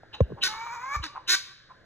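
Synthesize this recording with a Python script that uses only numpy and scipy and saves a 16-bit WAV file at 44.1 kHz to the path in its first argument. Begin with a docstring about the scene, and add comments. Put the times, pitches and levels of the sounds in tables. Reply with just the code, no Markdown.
"""Guinea fowl at the edge of a wood, on a hand-held stereo microphone in still air.
Faint clucks from farther off and a small cry come first; the microphone's case is knocked and thuds.
A loud cry follows, both sides of the syrinx pulsing through the throat, then one long rising whine.
A light bump on the microphone, a softer cry, then the loudest; a last far cluck sounds near the end.
Leaves and trunks scatter a soft tail behind every call."""
import sys
import numpy as np
from scipy import signal
from scipy.fft import rfft, irfft
from scipy.io import wavfile
from scipy.ndimage import uniform_filter1d

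SR = 44100
rng = np.random.default_rng(int(sys.argv[2]) if len(sys.argv) > 2 else 0)


def wrap_up_sound(samples):
    """Save the sound to the file named by the first command line argument, as 16-bit audio."""
    columns = np.atleast_2d(samples).T
    # keep every value between -1 and 1, then stretch to whole-number steps
    tamed = np.clip(columns, -1, 1)
    steps = np.round(tamed * 32767).astype(np.int16)
    wavfile.write(sys.argv[1], SR, steps)


N = 81585
T = np.arange(N) / SR
HZ = np.arange(N + 1) * SR / (2 * N)

# knocks on the microphone's case, in time order; the first is the hardest: (time [s], ring level [dB],
# ring pitch [Hz], thud level [dB], final thud pitch [Hz], extra starting pitch [multiple of the final])
KNOCKS = [(0.205, -10, 507, -11.5, 57.4, 3.2), (0.302, -35, 482, -38.5, 80.7, 3),
          (0.32, -29, 406, -34.5, 91, 3), (0.96, -47, 415, -29, 47.5, 1.5),
          (0.993, -75, 220, -29.5, 50.4, 1.8)]
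RING_PEAK_S = 0.0021


def amp(db):
    """Decibels to gain."""
    return 10 ** (np.asarray(db) / 20)


def unit(x):
    """Scale to rms 1."""
    return x / np.sqrt(np.mean(x ** 2) + 1e-20)


def even_out(x):
    """Hold the loudness steady over a few cycles."""
    return x / np.sqrt(np.abs(uniform_filter1d(x ** 2, size=350)) + 1e-9)


def shape(x, gain):
    """Filter by a gain for every frequency."""
    return irfft(rfft(x, 2 * N) * gain)[..., :N]


def colour(points):
    """Gain for every frequency from (frequency [Hz], gain [dB]) points."""
    hz, db = np.transpose(points)
    return amp(np.interp(np.log(HZ + 1), np.log(hz), db))


def resonate(x, hz, width_hz):
    """A resonance applied twice, for steep skirts; rms 1."""
    r = np.exp(-np.pi * width_hz / SR)
    b, a = [1 - r, 0, r - 1], [1, -2 * r * np.cos(2 * np.pi * hz / SR), r * r]
    return unit(signal.lfilter(b, a, signal.lfilter(b, a, x)))


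def wander(rate_hz):
    """Smooth random drift; rms 1."""
    return unit(shape(rng.standard_normal(N), 1 / (1 + (HZ / rate_hz) ** 2)))


def swell(centre_s, width_s):
    """A bell-shaped envelope; the width is its standard deviation."""
    return np.exp(-.5 * ((T - centre_s) / width_s) ** 2)


def blow(age, peak_s, steepness=1):
    """Envelope of an impact: a rise to 1 and an exponential fall."""
    u = np.maximum(age, 0) / peak_s
    return (u * np.exp(1 - u)) ** steepness


def diffuse_noise(apart_db):
    """Stereo noise, partly shared by the microphone's two ports."""
    return unit(rng.standard_normal(N) + amp(apart_db) * rng.standard_normal((2, N)))


def still_air():
    """The wood's faint, steady noise all around the microphone."""
    # spectrum of the air: (frequency [Hz], relative density [dB])
    spectrum = [(30, -6.5), (85, -6.5), (122, 4), (165, -8), (350, -15), (750, -37.5), (1600, -1),
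                (2500, -24.5), (4000, -17), (15000, -57.5)]
    return amp(-60) * unit(shape(diffuse_noise(apart_db=-7), colour(spectrum)))


def low_background():
    """Low noise that swells with handling around the first knocks and drops after the loudest cry."""
    # level of the low background: (time [s], level [dB])
    levels = [(0.1, -60.5), (0.3, -49.5), (0.5, -53), (0.62, -60.5), (1.34, -60.5), (1.55, -73),
              (1.8, -59.5)]
    # its spectrum: (frequency [Hz], relative density [dB])
    spectrum = [(40, -2), (130, -1), (250, -8.5), (550, -3), (2500, -51.5)]
    envelope = amp(np.interp(T, *np.transpose(levels)))
    return envelope * unit(shape(diffuse_noise(apart_db=-7), colour(spectrum)))


def wood_scatter(x):
    """Quick scatter from the undergrowth, then a long tail from the trees whose treble dies first."""
    # scattering by leaves and trunks: (frequency [Hz], gain [dB])
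    foliage = [(100, -47), (500, -7), (1000, 4.5), (1700, -2.5), (2500, 6.5), (6500, 5.5), (15000, -1.5)]

    def tail(t60_s):
        response = diffuse_noise(apart_db=-4) * amp(-60 * T / t60_s) * np.clip(T / 0.0049, 0, 1)
        return rfft(unit(response) / np.sqrt(N), 2 * N)
    low = 1 / (1 + (HZ / 6000) ** 4)
    trees = low ** 1.5 * tail(t60_s=0.73) + np.sqrt(1 - low) * tail(t60_s=0.42)
    undergrowth = tail(t60_s=0.21)
    return shape(x, colour(foliage) * (amp(-12) * undergrowth + amp(-17) * trees))


def trunk_echo(x):
    """A dull return from a single trunk."""
    # reflection off the trunk: (delay [s], gain [dB])
    echoes = [(0.175, -21)]
    returns = sum(amp(db) * np.exp(-2j * np.pi * HZ * delay) for delay, db in echoes)
    return shape(x, returns / (1 + (HZ / 1400) ** 8))


def pulse_smear(x, spread_s=0.0029):
    """Each voice pulse is spread in time without changing its colour."""
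    delay = spread_s * np.sin(2 * np.pi * HZ / 1700 + rng.uniform(0, 2 * np.pi)) / 2
    return shape(x, np.exp(-2j * np.pi * np.cumsum(delay) * HZ[1]))


def case_tick():
    """A faint bright tick at the height of the hardest knock."""
    envelope = swell(KNOCKS[0][0] + RING_PEAK_S, width_s=0.00048)
    return amp(-31.5) * envelope * resonate(rng.standard_normal(N), hz=1930, width_hz=2300)


def case_knocks(overtone_hz=1055, thud_delay_s=0.0034, glide_s=0.0084):
    """Knocked, the microphone's case rings briefly and gives a thud that sinks in pitch."""
    out = np.zeros(N)
    for start, ring_db, ring_hz, thud_db, thud_hz, glide in KNOCKS:
        age = np.maximum(T - start, 0)
        ring = blow(age, RING_PEAK_S) * np.sin(2 * np.pi * ring_hz * age)
        overtone = blow(age, RING_PEAK_S / 2, steepness=0.36) * np.sin(2 * np.pi * overtone_hz * age)
        thud_age = np.maximum(age - thud_delay_s, 0)
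        turns = thud_hz * (thud_age + glide * glide_s * (1 - np.exp(-thud_age / glide_s)))
        thud = blow(thud_age, peak_s=0.01, steepness=1.28) * np.sin(2 * np.pi * turns)
        out += amp(ring_db) * (ring + amp(-16) * overtone) - amp(thud_db) * thud
    return out


def syrinx(pitch_hz, jitter):
    """The bird's voice source: jittered pulses, breath gated by each cycle, and the cycle's phase."""
    pitch = pitch_hz * (1 + jitter * wander(rate_hz=231))
    phase = 2 * np.pi * np.cumsum(pitch) / SR
    wrapped = (phase + np.pi) % (2 * np.pi) - np.pi
    samples_from_pulse = wrapped / (2 * np.pi) * SR / pitch
    pulses = np.sinc(samples_from_pulse) * np.exp(-(samples_from_pulse / 10) ** 2)
    breath = rng.standard_normal(N) * (.5 + .5 * np.cos(phase))
    return unit(pulses - pulses.mean()), unit(breath), phase


def far_clucks():
    """Short dull calls from farther off: a few uneven pulses ring the throat."""
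    # distant clucks: (time [s], level [dB], width [s], pitch [Hz], throat resonance [Hz])
    clucks = [(0.035, -44.5, 0.0016, 262.7, 690), (0.151, -44.5, 0.01, 269.2, 870),
              (0.389, -45.5, 0.011, 270.8, 907), (0.545, -38.5, 0.0083, 159.7, 1110),
              (0.669, -33.5, 0.0033, 149.7, 1080), (0.752, -41.5, .012, 160, 1070),
              (1.165, -37.5, 0.0092, 156.1, 1000), (1.178, -37.5, 0.0034, 263.3, 970),
              (1.712, -48, 0.01, 350.8, 1033)]
    out = np.zeros(N)
    for centre, db, width, pitch_hz, throat_hz in clucks:
        pulses, breath, _ = syrinx(pitch_hz, jitter=.07)
        voice = even_out(resonate(pulses + .7 * breath, throat_hz, width_hz=384))
        out += amp(db) * swell(centre, width) * voice
    return out


def whine(fade_s=0.011):
    """A clear rising note whose cycles turn alternately strong and weak towards the end."""
    # course of the note: (time [s], pitch [Hz], level [dB])
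    course = [(0.489, 424.5, -39), (0.6, 451.6, -38), (0.662, 476, -38), (0.701, 462.2, -38),
              (0.743, 492.6, -34.5), (0.787, 462.5, -41.5), (0.82, 499.8, -36), (0.9, 551, -36),
              (0.954, 597.5, -28.5), (0.961, 567.3, -28)]
    # its roughness: (time [s], strong-weak alternation [0-1], hiss against the note [dB])
    roughness = [(0.779, 0, -11.5), (0.851, 0.19, -17), (0.919, 0.34, -12.5), (0.949, 0.05, -8.5)]
    # throat response: (frequency [Hz], gain [dB])
    throat = [(600, -21.5), (850, 3), (1150, 4.5), (1430, -6.5), (1700, -1.5), (1900, -12.5), (2300, -1.5),
              (2750, -30), (6500, -26.5), (9000, -71.5)]
    # breath hiss: (frequency [Hz], relative density [dB])
    hiss_spectrum = [(500, -17), (1200, 15.5), (3000, -10.5), (3850, -0.5), (4800, -5.5), (6800, 0.5),
                     (8500, -24), (15000, -16.5)]
    times, pitch, db = np.transpose(course)
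    rough_times, alternation, hiss_db = np.transpose(roughness)
    pulses, breath, phase = syrinx(np.interp(T, times, pitch), jitter=0.017)
    uneven = 1 + np.interp(T, rough_times, alternation) * np.cos(phase / 2)
    note = unit(shape(pulses * uneven + .1 * breath, colour(throat)))
    hiss = amp(np.interp(T, rough_times, hiss_db)) * unit(shape(breath, colour(hiss_spectrum)))
    gate = np.clip(1 + np.minimum(T - times[0], times[-1] - T) / fade_s, 0, 1)
    return amp(np.interp(T, times, db)) * gate * (note + hiss)


def cry(start, length, db, pitch_hz, second_hz, tilt_db, second_db, honk_s, squeak_db, fundamental_db):
    """A squeak opens into a two-voiced rasp on an arched pitch; the second voice ends it with a honk."""
    # throat response: (frequency [Hz], gain [dB])
    throat = [(300, -45.5), (720, -17), (900, -0.5), (1100, -4), (1450, 6), (1850, 4.5), (2450, 1),
              (3050, -5.5), (3850, 8), (4700, 5), (6400, -1), (7600, -9.5), (9800, -12), (15000, -21)]
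    # steady, clear note from the other side of the syrinx: (harmonic [number], relative level [dB])
    partials = [(4, -6), (8, -9), (10, -6), (16, -7)]
    # the squeak jumps up from one resonance to the next: (frequency [Hz], delay [s])
    squeaks = [(2870, 0.0063), (3830, 0.01)]
    pitch_arch, attack_share, release_s = .09, 0.37, 0.0034
    breath_hz, shimmer_db, honk_lead_s = 2700, 2.5, 0.0053

    from_middle = np.clip(2 * (T - start) / length - 1, -1, 1.1)
    pulses, breath, phase = syrinx(pitch_hz * (1 - pitch_arch * np.abs(from_middle) ** 3), jitter=.026)
    second_pulses, _, second_phase = syrinx(second_hz, jitter=.005)
    # breath takes over from the pulses in the treble
    source = pulse_smear(pulses) + 2.1 * shape(breath, HZ ** 3 / (HZ ** 3 + breath_hz ** 3))
    attack = np.clip((T - start) / (attack_share * length), 0, 1)
    envelope = attack * np.exp(-np.maximum(T - start - length, 0) / release_s)
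    closing = swell(start + length - honk_lead_s, honk_s)  # the throat rings as the beak closes

    treble_tilt = amp(tilt_db * np.log2(np.maximum(HZ, 1000) / 1000))
    shimmer = unit(amp(shimmer_db * wander(rate_hz=200)))
    rasp = envelope * (1 - .5 * closing) * shimmer * unit(shape(source, colour(throat) * treble_tilt))
    fundamental = amp(fundamental_db) * np.sqrt(envelope) * unit(np.cos(phase))
    second = envelope * sum(amp(partial_db) * np.cos(k * second_phase) for k, partial_db in partials)
    honk = closing * even_out(resonate(second_pulses, hz=1554, width_hz=690))
    squeak = sum(swell(start + delay, width_s=0.0068) * even_out(resonate(source, hz, width_hz=500))
                 for hz, delay in squeaks)
    return amp(db) * (rasp + fundamental + amp(second_db) * (second + honk) + amp(squeak_db) * squeak)


def scene():
    """The birds and the wood's answer, with knocks on the microphone, over still air and low noise."""
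    # the nearer, rasping cries: (time [s], length [s], level [dB], top pitch [Hz], second voice [Hz],
    # treble tilt [dB/octave], second voice and honk gain [dB], honk width [s], squeak gain [dB],
    # fundamental gain [dB])
    cries = [(0.136, 0.016, -40.5, 329.4, 350, -5.5, -22.5, 0.034, -0.5, -16.5),
             (0.421, 0.056, -24.5, 374.8, 378.4, -1.5, -6.5, 0.0038, -4.5, -27),
             (1.028, 0.039, -32.5, 320.7, 401, -6, -20.5, 0.014, -10, -15),
             (1.275, 0.076, -19, 362, 388, -0.9, -6, 0.0063, -24.5, -29.5)]
    birds = sum(cry(*row) for row in cries) + whine() + far_clucks()
    background = still_air() + low_background()
    return background + wood_scatter(birds) + trunk_echo(birds) + case_tick() + case_knocks() + birds


def record(dry, peak_limit=.45, cutoff_hz=15700):
    """The hand-held microphone: its two ports differ in phase, peaks are rounded and the top is cut."""
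    # phase between the ports: (frequency [Hz], lead of the left [rad])
    port_phase = [(0, 0), (200, -.95), (1000, -.75), (2800, 1.5), (3500, 1.5), (4700, 3.14), (15000, 18.3)]
    lead = np.interp(HZ, *np.transpose(port_phase))
    ports = shape(dry, np.exp(.5j * lead * np.array([[1], [-1]])))
    rounded = ports / (1 + (ports / peak_limit) ** 8) ** (1 / 8)
    return shape(rounded, 1 / np.sqrt(1 + (HZ / cutoff_hz) ** 160))


dry = scene()
out = record(dry)
wrap_up_sound(out)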